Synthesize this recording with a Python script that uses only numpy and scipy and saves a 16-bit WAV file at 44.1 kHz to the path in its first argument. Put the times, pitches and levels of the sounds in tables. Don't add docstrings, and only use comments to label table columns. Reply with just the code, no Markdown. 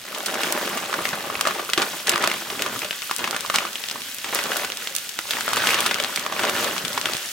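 import sys
import numpy as np
from scipy import signal
from scipy.fft import rfft, irfft, next_fast_len
from scipy.io import wavfile
from scipy.ndimage import uniform_filter1d, map_coordinates

SR = 44100
rng = np.random.default_rng(int(sys.argv[2]) if len(sys.argv) > 2 else 0)


def file_out(sig):
    cols = np.atleast_2d(sig).T
    lim = np.clip(cols, -1, 1)
    pcm = np.round(lim * 32767).astype(np.int16)
    wavfile.write(sys.argv[1], SR, pcm)


N = 323226

# (tumbling [dB], sliding [dB], landing [dB])
STRAGGLERS = (-54.5, -45.5, -58.5)
# (frequency [Hz], level [dB])
TICK_SPECTRUM = [(100, -18), (1000, -11), (3200, 3), (8500, -3.5), (16000, -16)]


def amp(db):
    return 10 ** (np.asarray(db) / 20)


def unit(x):
    return x / np.sqrt(np.mean(x ** 2) + 1e-20)


def along(points, hz):
    f, v = np.transpose(points)
    return np.interp(np.log(hz + 1), np.log(f + 1), v)


def filtered(x, response):
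    m = next_fast_len(N + SR // 2)
    spectrum = rfft(x, m) * response(np.fft.rfftfreq(m, 1 / SR))
    return irfft(spectrum, m)[..., :N]


def high_passed(x, hz, order=2):
    return signal.lfilter(*signal.butter(order, hz, 'high', fs=SR), x)


def causal(spectrum, size=1024):
    cepstrum = irfft(np.log(amp(along(spectrum, np.fft.rfftfreq(size, 1 / SR)))))
    cepstrum[1:size // 2] *= 2
    cepstrum[size // 2 + 1:] = 0
    return irfft(np.exp(rfft(cepstrum)))


def tilted(spectrum, db, slope, pivot_hz=2100, lowest_hz=450):
    return [(hz, level + db + slope * np.log2(max(hz, lowest_hz) / pivot_hz)) for hz, level in spectrum]


def peaked(spectrum, hz, lift_db=2.5, octaves=0.79):
    grid = np.geomspace(30, 16000, 60)
    hump = np.exp(-.5 * (np.log2(grid / hz) / octaves) ** 2)
    return list(zip(grid, along(spectrum, grid) + lift_db * hump))


def evened(x, size=41):
    z = rfft(x, 2 * x.shape[1])
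    power = np.abs(uniform_filter1d(np.abs(z) ** 2, size))
    return irfft(z / np.sqrt(power + 1e-12))[:, :x.shape[1]]


def spread(pair, spectrum):
    # (frequency [Hz], left-right correlation [ratio])
    likeness = [(60, 0.95), (300, 0.98), (700, 0.92), (1400, 0.89), (2800, 0.71), (5500, 0.45),
                (14000, 0.76)]

    def mid_and_side(hz):
        turn = np.arccos(np.clip(along(likeness, hz), -1, 1)) / 2
        return np.array([np.cos(turn), np.sin(turn)])

    mid, side = filtered(pair, mid_and_side)
    stereo = [mid + side, mid - side]
    return unit(signal.fftconvolve(stereo, causal(spectrum)[None], axes=1)[:, :N])


def grains(rate, scatter_db, cycles, low_hz, high_hz, count=14):
    out = np.zeros((2, N))
    for hz in np.geomspace(low_hz, min(high_hz, SR * .45), count):
        when, chance, sign = rng.random((int(2 * rate * N / SR / count), 3)).T
        strength = amp(-scatter_db * np.log(chance + .03)) * np.sign(sign - .5)
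        taps = np.bincount((when * 2 * N).astype(int), strength, 2 * N).reshape(2, N)
        radius = 1000 ** (-hz / (cycles * SR))
        poles = [1, -2 * radius * np.cos(2 * np.pi * hz / SR), radius ** 2]
        out += signal.lfilter([1 - radius, 0, radius - 1], poles, taps)
    return unit(out)


def click(spectrum, t60, pan_db, spike, width, size=2048):
    t = np.arange(size) / SR
    flutter = rng.standard_normal((2, size)) * amp(-60 * t / max(t60, .001))
    flutter[0, 0] += spike * np.linalg.norm(flutter[0]) * rng.choice([-1, 1])
    mid, side = evened(flutter)
    side = width * high_passed(side, 2500, order=1)
    pair = np.array([mid + side, mid - side]) / np.linalg.norm(mid)
    pan = amp([[pan_db / 2], [-pan_db / 2]])
    return signal.fftconvolve(pair, causal(spectrum)[None], axes=1) * pan


def facet(pair, hz, share, cycles=16, width=0.36):
    t = np.arange(pair.shape[1]) / SR
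    skew = width * rng.standard_normal() * np.array([[1], [-1]])
    ring = np.sin(2 * np.pi * hz * t + skew) * amp(-60 * hz * t / cycles)
    ring *= np.sign(np.sum(ring * pair))
    mixed = pair + share * np.linalg.norm(pair) * ring / np.linalg.norm(ring)
    return mixed * np.linalg.norm(pair) / np.linalg.norm(mixed)


def add(track, s, sound):
    part = track[:, max(round(s * SR), 0):][:, :sound.shape[1]]
    part += sound[:, :part.shape[1]]


def surges(depth_db, rate):
    knots = rng.standard_normal(2048)
    return amp(depth_db * map_coordinates(knots, [np.arange(N) * rate / SR], order=3, mode="wrap"))


def flow(layer, size=64):
    # (start [s], rise [s], hold [s], release [s], tumbling [dB], sliding on the film [dB],
    #  landing on the heap [dB], flare of the fat [dB])
    tips = [(-0.01, 0.49, .12, 1.2, -29, -35, -54, -49), (0.365, .04, .03, .06, -35, -28, -59, -44),
            (0.897, 0.041, 0.38, 0.5, -36.5, -44, -49, -59), (1.394, 0.04, .14, 0.17, -36, -41, -58, -59),
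            (1.758, 0.023, 0.026, 0.1, -27, -38, -49, -38), (1.894, 0.028, 0.026, 0.14, -38, -55, -52, -59),
            (2.057, 0.024, 0.034, 0.15, -27.5, -27, -48, -49),
            (2.187, 0.035, 0.019, 0.18, -27.5, -28, -46, -54),
            (2.45, 0.027, 0.11, .1, -37.5, -46, -46, -59), (2.584, .015, .085, .12, -33, -37.5, -48, -56),
            (2.72, .01, 0.045, .05, -40, -47, -43, -59), (2.813, .008, 0.04, 0.12, -37.5, -40, -58, -51),
            (3.172, 0.017, 0.087, 0.26, -35, -38.5, -49, -43),
            (3.517, 0.019, 0.077, 0.16, -36, -33, -49, -42),
            (3.87, 0.056, 0.069, 0.077, -44.5, -45, -51, -58),
            (4.24, 0.022, 0.022, 0.11, -36, -40, -62, -50), (4.329, .008, 0.11, 0.3, -31, -36, -56, -38),
            (4.495, 0.016, 0.11, 0.14, -33, -40, -57, -40), (4.788, 0.038, 0.072, 0.11, -49, -41, -68, -44),
            (5.259, 0.058, 0.087, 0.97, -37, -34.5, -54, -36.5),
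            (5.416, 0.25, 0.069, 0.48, -29, -25, -43, -34),
            (5.965, 0.031, 0.026, 0.11, -33, -47, -62, -54.5),
            (6.15, 0.021, .06, 0.34, -36.5, -35.5, -61.5, -52),
            (6.284, 0.16, 0.21, 0.22, -26.5, -28.5, -43.5, -36.5),
            (6.795, 0.035, 0.2, 0.18, -37, -42, -48, -41),
            (7.01, 0.049, 0.034, 0.12, -32.5, -31.5, -45, -38)]
    release_db = 15.5
    t = np.arange(0, N + size, size)[:, None] / SR
    start, rise, hold, release, *levels = np.transpose(tips)
    db = dict(zip(("tumble", "slide", "land", "flare"), levels))[layer]
    swell = np.clip((t - start) / np.maximum(rise, .005), 0, 1)
    dying = np.maximum(t - start - rise - hold, 0) / np.maximum(release, .02)
    gains = swell * amp(db - release_db * dying)
    return np.interp(np.arange(N) / SR, t[:, 0], np.linalg.norm(gains, axis=1))


def hollow(x, flex=.004, scatter_db=2, size=11025):
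    # (frequency [Hz], t60 [s], level [dB])
    bag_modes = [(195, .14, -4), (344, .16, 0), (610, .07, -8), (1043, .08, -6), (1177, .15, 1),
                 (1395, .04, -11)]
    # (time [s], level [dB])
    freedom = [(.5, 3.5), (1.4, 0.5), (2.1, 5.5), (3.7, 2), (4.3, -23), (5.6, -0.5), (7.2, 3.5)]
    t = np.arange(SR // 6) / SR
    hz, t60, db = np.transpose(bag_modes)[:, :, None]
    free_db = np.interp(np.arange(N) / SR, *np.transpose(freedom))
    drive = amp(free_db) * x.mean(axis=0)
    fading = amp(db - 60 * t / t60) * 2 * np.log(1000) / (t60 * SR)
    out = np.zeros((1, N))
    for start in range(0, N, size):
        detune, gain = rng.uniform(-1.17, 1, (2, len(bag_modes), 1))
        swing = np.cos(2 * np.pi * hz * (1 + flex * detune) * t)
        ring = np.sum(amp(scatter_db * gain) * fading * swing, axis=0)
        add(out, start / SR, signal.fftconvolve(drive[start:start + size], ring)[None])
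    return out[0]


def kitchen(level_db=-55):
    # (frequency [Hz], level [dB])
    rush_spectrum = [(20, -1), (45, -31), (110, 5), (400, 1), (900, 4.5), (3000, -19), (16000, -46)]
    return amp(level_db) * spread(rng.standard_normal((2, N)), rush_spectrum)


def room(x):
    # (frequency [Hz], t60 [s])
    wall_decay = [(150, 0.02), (1200, 0.2), (5000, 0.089), (15000, 0.078)]
    hz, t, z = signal.stft(rng.standard_normal((2, SR // 3)), SR, nperseg=256)
    fading = amp(-60 * t / along(wall_decay, hz)[:, None])
    tail = signal.istft(z * fading, SR, nperseg=256)[1]
    tail = np.pad(tail / np.linalg.norm(tail[0]), ((0, 0), (SR // 300, 0)))
    return signal.fftconvolve(x, tail, axes=1)[:, :N]


def sizzle(trim_db=4, pop_db=-5):
    # (frequency [Hz], level [dB])
    fat_spectrum = [(100, -19), (500, -2), (1100, -5), (1450, 4), (2200, 4), (3100, 7.5), (4300, 4.5),
                    (6400, 3.5), (10000, -1), (15800, -2)]
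    steady = amp(np.interp(np.arange(N) / SR, [0, 0.32], [-44.5, -38]))
    pops = grains(rate=450, scatter_db=2.8, cycles=15, low_hz=1385, high_hz=13040)
    fizz = rng.standard_normal((2, N)) + amp(pop_db) * pops
    strength = np.hypot(steady, flow("flare")) * surges(depth_db=1.5, rate=13)
    return amp(trim_db) * strength * spread(fizz, fat_spectrum)


def spits(level_db=-17.5, scatter_db=3, pitch_hz=5000, octaves=1.3, t60=0.0017, count=130):
    out = np.zeros((2, N))
    for when, a, b, c in rng.random((count, 4)):
        hz = pitch_hz * 2 ** (octaves * (2 * b - 1))
        burst = click(TICK_SPECTRUM, t60, 8 * (c - .5), spike=.5, width=0.58, size=256)
        tick = facet(burst, hz, cycles=12, share=.7)
        add(out, when * N / SR, amp(level_db - scatter_db * np.log(a + .03)) * tick)
    return out


def ticks(trim_db=-1, pan_db=1, pan_spread_db=3.0):
    # (time [s], strength [dB], brightness [dB per octave], t60 [s])
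    tick_events = [(0.1474, -0.5, -5, .025), (0.184, -6, 6, .008), (0.23, -11, 9, .005),
                   (0.2609, 8.5, 2.5, 0.039), (0.524, 7, 7, 0.0096), (0.7746, -4, 5, 0.015),
                   (0.842, -6, 2, .005), (1.09, 2, -2, .006), (1.6494, -6.5, 4, 0.0046),
                   (1.7, 0, 2.5, .005), (2.179, -2, 1, .006), (2.225, 3, -1, .008), (2.792, -1.5, 3, .005),
                   (3.0198, -2, -5, 0.0088), (3.1636, 2, 6.5, 0.0031), (3.31, 4, 2, .004),
                   (3.184, -4, 6, .005), (3.4076, 0.5, 2, .006), (3.462, -2, -4, .006),
                   (3.731, -4, 1, .005), (3.839, -2, -10.5, .02), (3.886, 2, -3, 0.013),
                   (3.899, -2, -4, .005), (4.019, -6, -8, .008), (4.113, -9, 4, .004),
                   (4.145, -10, 14, .017), (4.185, -3, 3, .004), (4.3478, 2, 12.5, 0.014),
                   (4.439, 2, 2.5, .005), (4.72, 0.5, -6, 0.0043), (4.772, 0.5, 0, 0.0081),
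                   (4.951, 2, 6, 0.0088), (4.9642, 8, 6, 0.0037), (4.984, 0, 2, 0.0065),
                   (5.0918, 1, 2, 0.02), (5.142, -9, -1, .004), (5.49, 0, 2, .005), (5.56, 1, 7.5, .005),
                   (5.8056, 5.5, 7.5, 0.01), (5.9436, 7.5, -4, 0.0077), (6.025, -1, 1, .005),
                   (6.038, 4, -3, 0.0042), (6.195, 0.5, 4, .018), (6.452, 4, -2, .005),
                   (6.6445, 5.5, -0.5, 0.01), (6.78, 3.5, -5.5, 0.012), (6.881, 2.5, -1.5, 0.0055),
                   (6.931, -1, -2, .005), (7.0138, 4.5, -2, 0.0041), (7.135, 4.5, -5, 0.0075),
                   (7.15, 0, -6, 0.014), (7.168, 2, -1, 0.0062)]
    out = np.zeros((2, N))
    for s, db, slope, t60 in tick_events:
        pan = pan_db + pan_spread_db * rng.standard_normal()
        colour = tilted(TICK_SPECTRUM, db, slope, pivot_hz=5100, lowest_hz=2600)
        add(out, s, amp(trim_db) * click(colour, t60, pan, spike=0.37, width=0.9))
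    return out


def heap(trim_db=-1):
    # (frequency [Hz], level [dB])
    heap_spectrum = [(25, -19), (55, -25), (100, -1), (170, -3.5), (260, 0), (500, -31), (2000, -68)]
    weight = np.hypot(flow("land"), amp(STRAGGLERS[2]))
    bumps = grains(rate=160, scatter_db=2.5, cycles=5.0, low_hz=74.4, high_hz=310, count=6)
    return amp(trim_db) * weight * spread(bumps, heap_spectrum)


def thuds(t60=0.054, rise_s=.003, noise_db=-6):
    # (time [s], level [dB], pitch [Hz])
    clump_drops = [(.29, -36, 262), (1.018, -36, 105), (1.13, -27, 163), (1.369, -33, 109),
                   (1.467, -20, 620), (1.776, -16.5, 338), (2.139, -28, 170), (2.359, -36, 140),
                   (2.523, -23, 400), (2.847, -26, 605), (3.48, -40, 130), (4.335, -29, 483),
                   (4.458, -28, 520), (4.5, -22, 500), (4.824, -35, 480), (4.907, -33, 536),
                   (5.189, -36, 330), (6.325, -25, 646), (6.66, -23, 590), (6.84, -25, 170.4),
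                   (7.146, -30, 131)]
    # (frequency [Hz], level [dB])
    thud_spectrum = [(30, -40), (80, -17), (140, -8), (260, -3), (450, 3), (900, -24), (3000, -64)]
    out, t = np.zeros((2, N)), np.arange(SR // 5) / SR
    for s, db, hz in clump_drops:
        noise = rng.standard_normal(len(t) + 1023)
        noise = unit(signal.fftconvolve(noise, causal(thud_spectrum), "valid"))
        body = unit(unit(np.sin(2 * np.pi * hz * t)) + amp(noise_db) * noise)
        envelope = amp(db - 60 * t / t60) * (1 - np.exp(-t / rise_s))
        add(out, s, np.tile(envelope * body, (2, 1)))
    return out


def collisions(rate=150, t60=0.029, share=0.49, scatter_db=1.7):
    when, chance = rng.random((int(rate * N / SR), 2)).T
    energy = amp(-scatter_db * np.log(chance + .05)) ** 2
    hits = np.bincount((when * N).astype(int), energy, N)
    power = signal.lfilter([1], [1, -amp(-60 / (t60 * SR)) ** 2], hits)
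    return np.sqrt(1 - share + share * power / power.mean())


def kernels(tumble_trim_db=-1.15, slide_trim_db=-1, ring_db=-1):
    # (frequency [Hz], level [dB])
    tumble_spectrum = [(25, -39), (55, -17), (110, -7), (200, -4), (340, -0.5), (460, 1.5), (590, 1.5),
                       (850, -1), (1170, -1.5), (1450, -3), (2100, -5.5), (4000, -20), (16000, -39)]
    # (frequency [Hz], level [dB])
    slide_spectrum = [(300, -28), (1000, 3.5), (1700, 7), (2200, 3), (3100, 5.5), (4500, -2.5), (8000, -16),
                      (16000, -21)]
    clumps = surges(depth_db=0.3, rate=22) * collisions()
    bumps = grains(rate=1200, scatter_db=2.0, cycles=9.3, low_hz=165.0, high_hz=2600)
    bumps = spread(clumps * bumps, tumble_spectrum)
    scrapes = grains(rate=1100, scatter_db=2.5, cycles=17, low_hz=1167, high_hz=8030)
    scrapes = spread(clumps * scrapes, slide_spectrum)
    patter = amp(tumble_trim_db) * np.hypot(flow("tumble"), amp(STRAGGLERS[0])) * bumps
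    rustle = amp(slide_trim_db) * np.hypot(flow("slide"), amp(STRAGGLERS[1])) * scrapes
    return patter + rustle + amp(ring_db) * hollow(patter)


def knock(hz, cycles=13, crack_db=-8, crack_s=.005, width=0.37, size=768):
    # (multiple of its pitch [ratio], level [dB])
    strike_modes = [(.52, -8.5), (.77, -9), (1, 1), (1.43, -5.5), (2.1, -1), (3.1, -5)]
    t = np.arange(size) / SR
    ratio, db = np.transpose(strike_modes)[:, :, None]
    detune, gain, skew = rng.standard_normal((3, len(ratio), 1))
    turns = hz * ratio * (1 + 0.047 * detune) * t
    swing = np.sin(2 * np.pi * turns + width * np.array([skew, -skew]))
    modes = amp(db + 2.1 * gain - 60 * turns / cycles) * swing
    crack = amp(crack_db - 60 * t / crack_s) * rng.standard_normal((2, size))
    pair = (modes.sum(axis=1) + crack) * (1 - np.exp(-t / 0.00036))
    return pair / np.abs(pair).max()


def knocks(stream_db=6, scatter_db=8, pitch_hz=1900, octaves=0.895, low_hz=550, ring_db=-12, count=300):
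    # (time [s], peak [dB], pitch [Hz])
    clear_knocks = [(.205, -15, 1480), (0.418, -18.5, 2830), (.445, -13, 1670), (.575, -17.5, 1250),
                    (.613, -16, 1500), (.677, -11, 2790), (1.021, -17, 1170), (1.088, -24, 976),
                    (1.207, -16, 1600), (1.393, -16, 1130), (1.442, -19, 700), (1.465, -11, 1900),
                    (1.485, -10, 1330), (1.541, -22, 2050), (1.56, -18, 800), (1.586, -18, 1210),
                    (1.699, -20, 2760), (1.811, -16, 1180), (1.862, -22, 1070), (2.081, -9, 1980),
                    (2.103, -11, 1400), (2.13, -17, 1180), (2.178, -10, 2000), (2.219, -15, 2900),
                    (2.225, -19, 1400), (2.236, -12, 1160), (2.255, -13, 1190), (2.3, -12, 2600),
                    (2.367, -23, 1000), (2.529, -24, 594), (2.552, -21, 1270), (2.649, -22, 1190),
                    (2.728, -20, 1180), (2.835, -18, 2400), (3.026, -15, 2730), (3.096, -17.5, 1290),
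                    (3.207, -18, 1030), (3.309, -19, 1270), (3.449, -17, 1100), (3.553, -9, 1920),
                    (3.606, -20, 1160), (3.623, -16, 1250), (3.669, -23, 1170), (3.69, -23, 2940),
                    (3.926, -26, 1560), (4.019, -23, 2300), (4.219, -21, 3060), (4.334, -15, 900),
                    (4.559, -11, 1430), (4.673, -20, 2560), (4.701, -13, 2700), (5.254, -21, 1070),
                    (5.384, -18, 900), (5.49, -20, 1310), (5.515, -15, 1140), (5.649, -14, 1170),
                    (5.715, -13, 2230), (5.736, -7, 2860), (5.789, -8, 2780), (5.959, -13.5, 1360),
                    (5.985, -13, 2130), (6.038, -23, 1390), (6.095, -19, 950), (6.251, -21, 1210),
                    (6.299, -20, 1110), (6.451, -18, 1060), (6.564, -11, 2920), (6.628, -21, 2100),
                    (6.673, -19, 2750), (6.702, -24, 1500)]
    out, moving = np.zeros((2, N)), np.hypot(flow("tumble"), flow("slide"))
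    for s, db, hz in clear_knocks:
        add(out, s, amp(db) * knock(hz))
    for when, a, b in rng.random((count, 3)):
        gain = moving[int(when * N)] * amp(stream_db + scatter_db * a)
        hz = pitch_hz * 2 ** (octaves * (2 * b - 1))
        add(out, when * N / SR, gain * knock(hz))
    out = high_passed(out, low_hz)
    return out + amp(ring_db) * hollow(out)


def chatter(snap, gap_s=.0016, loss_db=8, low_hz=1800, count=2):
    out, s = np.pad(snap, ((0, 0), (0, SR // 50))), 0
    jerk = high_passed(snap, low_hz)
    for k, (a, b) in enumerate(rng.random((count, 2)), 1):
        s += gap_s * (.5 + a)
        add(out, s, np.sign(b - .5) * amp(-loss_db * k) * jerk)
    return out * np.linalg.norm(snap) / np.linalg.norm(out)


def creases(pitch_hz=2000, octaves=1.16, slope=-1, slope_spread=1.0, ring=0.62, t60=0.022, count=110):
    full_db, grows, spread_db = 3.5, 0.37, 3.5
    full_flow_db = -26
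    moving_db = 20 * np.log10(np.hypot(flow("tumble"), flow("slide")) + 1e-4)
    rows = []
    for when, a, b, c in rng.random((count, 4)):
        db = full_db + grows * (moving_db[int(when * N)] - full_flow_db) + spread_db * (2 * b - 1)
        hz = pitch_hz * 2 ** (octaves * (2 * a - 1))
        brightness = slope + slope_spread * (2 * c - 1)
        rows.append((when * N / SR, hz, db, brightness, t60, ring))
    return rows


def bag(trim_db=-3.0, ring_db=-1, low_hz=130, pan_db=0.6, pan_spread_db=0.7):
    # (time [s], pitch of the flexing facet [Hz], strength [dB],
    #  brightness [dB per octave], t60 [s], ring of the facet over the snap [ratio])
    crackles = [(0.2835, 1540, 10, -2, 0.03, 0.79), (0.3417, 1450, 9.5, 1.5, 0.038, 0.53),
                (0.434, 2700, 12.5, 1.5, 0.013, 0.8), (0.9287, 1310, 13, -4, 0.0087, 0.91),
                (.94, 1380, 15.5, -3, .019, 0.52), (.989, 1200, 9, -8, .03, 0.74),
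                (1.054, 2050, 17, -2.5, 0.02, 1.1), (1.1308, 1583, 12, -5, 0.062, .8),
                (1.3, 1210, 11, -4.5, 0.038, 1.2), (1.354, 2590, 12, -4, 0.015, 1.5),
                (1.4106, 1270, 17, 2.5, 0.0056, 0.31), (1.453, 1270, 15.5, -4, .02, .6),
                (1.4714, 1140, 19.5, 0, .03, 0.86), (1.509, 1310, 12, -4, .03, 0.64),
                (1.5936, 1110, 12, -5.5, .057, 0.26), (1.692, 1380, 9, -4.5, 0.038, 0.68),
                (1.7342, 3030, 19.5, .5, 0.018, 0.8), (1.777, 3300, 19, -2, .025, .5),
                (1.7814, 1200, 16.5, -2.5, 0.019, .5), (1.819, 4600, 17.5, -1.5, .018, 0.32),
                (1.825, 1160, 16.5, -1, .035, .5), (2.071, 5260, 16, 0.5, 0.05, .2),
                (2.0938, 2960, 16, 5.5, 0.015, 0.22), (2.117, 1960, 8, 4, 0.018, 0.45),
                (2.1585, 1190, 17.5, -1.5, 0.011, 0.78), (2.24, 1170, 18.5, -.5, .025, 0.54),
                (2.2748, 646, 17.5, 2, 0.0065, 0.42), (2.315, 2140, 15.5, -1.5, .018, 0.71),
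                (2.34, 2920, 10, -4.5, .023, 0.65), (2.42, 3230, 2, -8, 0.039, .4),
                (2.502, 3240, 9.5, -3.5, 0.018, 0.88), (2.594, 2540, 9, -1, .02, 1.2),
                (2.6216, 2840, 11.5, 4, 0.0089, 0.4), (2.6624, 1160, 13, -1.5, 0.038, 0.45),
                (2.76, 1230, 7, -4.5, .037, .8), (2.8187, 2520, 9.5, 0, 0.042, 1.2),
                (2.846, 2600, 8, 1, 0.027, .2), (2.9092, 2930, 14, -2, .018, 1.5),
                (2.928, 2700, 5, -1.5, .02, .5), (3.1116, 1072, 16, -0.5, 0.0091, 0.43),
                (3.1927, 2570, 9.5, -1, 0.031, 0.66), (3.242, 2560, 15, -1, .028, .7),
                (3.275, 1050, 12.5, -1.5, .029, 0.69), (3.3291, 1290, 11, -4.5, 0.052, 0.55),
                (3.345, 1390, 11.5, -2.5, 0.048, .5), (3.364, 1680, 11, 2, 0.015, 0.53),
                (3.4996, 1190, 17.5, -2, 0.019, .45), (3.542, 1080, 18.5, 0, 0.12, .4),
                (3.5588, 4120, 17.5, 2, 0.0091, 0.37), (3.5851, 2430, 18, -1, 0.016, .7),
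                (3.6519, 1170, 11, -1, .035, 1.1), (3.7562, 3100, 9, 1.5, .02, 1.9),
                (3.912, 5000, 10, -0.5, .014, 0.48), (3.958, 1110, 6.5, -4, .04, 1.6),
                (4.244, 2140, 11, -1.5, .03, 0.33), (4.327, 2000, 10.5, -6.5, 0.055, .5),
                (4.356, 5800, 16, -3.5, .057, 0.39), (4.3894, 2050, 15.5, -3.5, .029, 0.55),
                (4.412, 1700, 5, -3, .02, .7), (4.456, 1200, 10, -3, .02, 0.51),
                (4.596, 2000, 7.5, -4, .02, .8), (4.518, 1420, 13.5, -3, .04, 0.59),
                (4.568, 1430, 4.5, 7.5, 0.017, 0.5), (4.6467, 1520, 11.5, 1.5, .025, 0.45),
                (4.8228, 1550, 2.5, -4, 0.008, 0.64), (4.8731, 3220, 9, 1, 0.0098, .7),
                (5.1897, 1300, 14, 0, 0.0045, 0.17), (5.3083, 3600, 13.5, 2.5, 0.026, 0.83),
                (5.335, 2810, 12, -1.5, .012, 1), (5.369, 1840, 9.5, -4.5, .025, .7),
                (5.4082, 1490, 11, 2, .0097, 0.55), (5.4795, 1360, 15.5, -2.5, .011, 1),
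                (5.5325, 1110, 17, 1, 0.022, 0.43), (5.569, 1230, 16, 1, .045, 0.49),
                (5.671, 3070, 19.5, 0, 0.014, 0.61), (5.69, 2450, 17, -4, 0.026, 1.2),
                (5.7061, 2400, 14.5, 2.5, .02, 1.2), (5.714, 2500, 7, -3, .015, 1.5),
                (5.7438, 2870, 17.5, 1, .022, .8), (5.862, 1240, 19.5, 1, 0.034, 0.33),
                (5.911, 1540, 18, -2.5, .023, 0.27), (6.0, 3170, 15.5, -1, .013, 0.75),
                (6.0463, 3800, 13.5, -2, .0094, 0.79), (6.16, 5240, 13, 2, 0.013, 0.29),
                (6.1748, 2270, 12, -2, .0065, 0.95), (6.2637, 1160, 14, -2, 0.0091, 0.7),
                (6.324, 1100, 12, -3.5, .019, 0.54), (6.3934, 1440, 16, -2, 0.043, 0.54),
                (6.4348, 1400, 13.5, -0.5, 0.024, 0.63), (6.4956, 1320, 13, 2, .018, 0.54),
                (6.764, 1090, 9.5, 0, .032, 0.45), (6.85, 3440, 12, 1, .03, 0.86),
                (6.9769, 1090, 17.5, -2, 0.019, .5), (7.057, 3250, 17, -1, 0.0072, 1)]
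    # (frequency [Hz], level [dB])
    snap_spectrum = [(30, -32), (130, -21), (420, -9.5), (1250, -2.5), (3000, -2), (8500, -10.5),
                     (16000, -23.5)]
    snaps = np.zeros((2, N))
    for s, hz, db, slope, t60, ring in [*crackles, *creases()]:
        pan = pan_db + pan_spread_db * rng.standard_normal()
        colour = peaked(tilted(snap_spectrum, db, slope), hz)
        snap = chatter(click(colour, t60, pan, spike=0.16, width=0.58))
        add(snaps, s, amp(trim_db) * facet(snap, hz, ring))
    snaps = high_passed(snaps, low_hz)
    return snaps + amp(ring_db) * hollow(snaps)


def scene(room_db=-11):
    # (frequency [Hz], lead [radians])
    left_lead = [(100, 0), (1800, 0.19), (2600, 0.7), (5500, 0.57), (10000, 0.37)]
    pan = sizzle() + spits() + ticks()
    corn = heap() + thuds() + kernels() + knocks()
    sources = pan + corn + bag()
    near = filtered(sources, lambda hz: np.exp(.5j * np.outer([1, -1], along(left_lead, hz))))
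    return kitchen() + amp(room_db) * room(near) + near


def record(dry):
    top_hz = 15900
    return filtered(np.clip(dry, -1, 1), lambda hz: hz < top_hz)


dry = scene()
out = record(dry)
file_out(out)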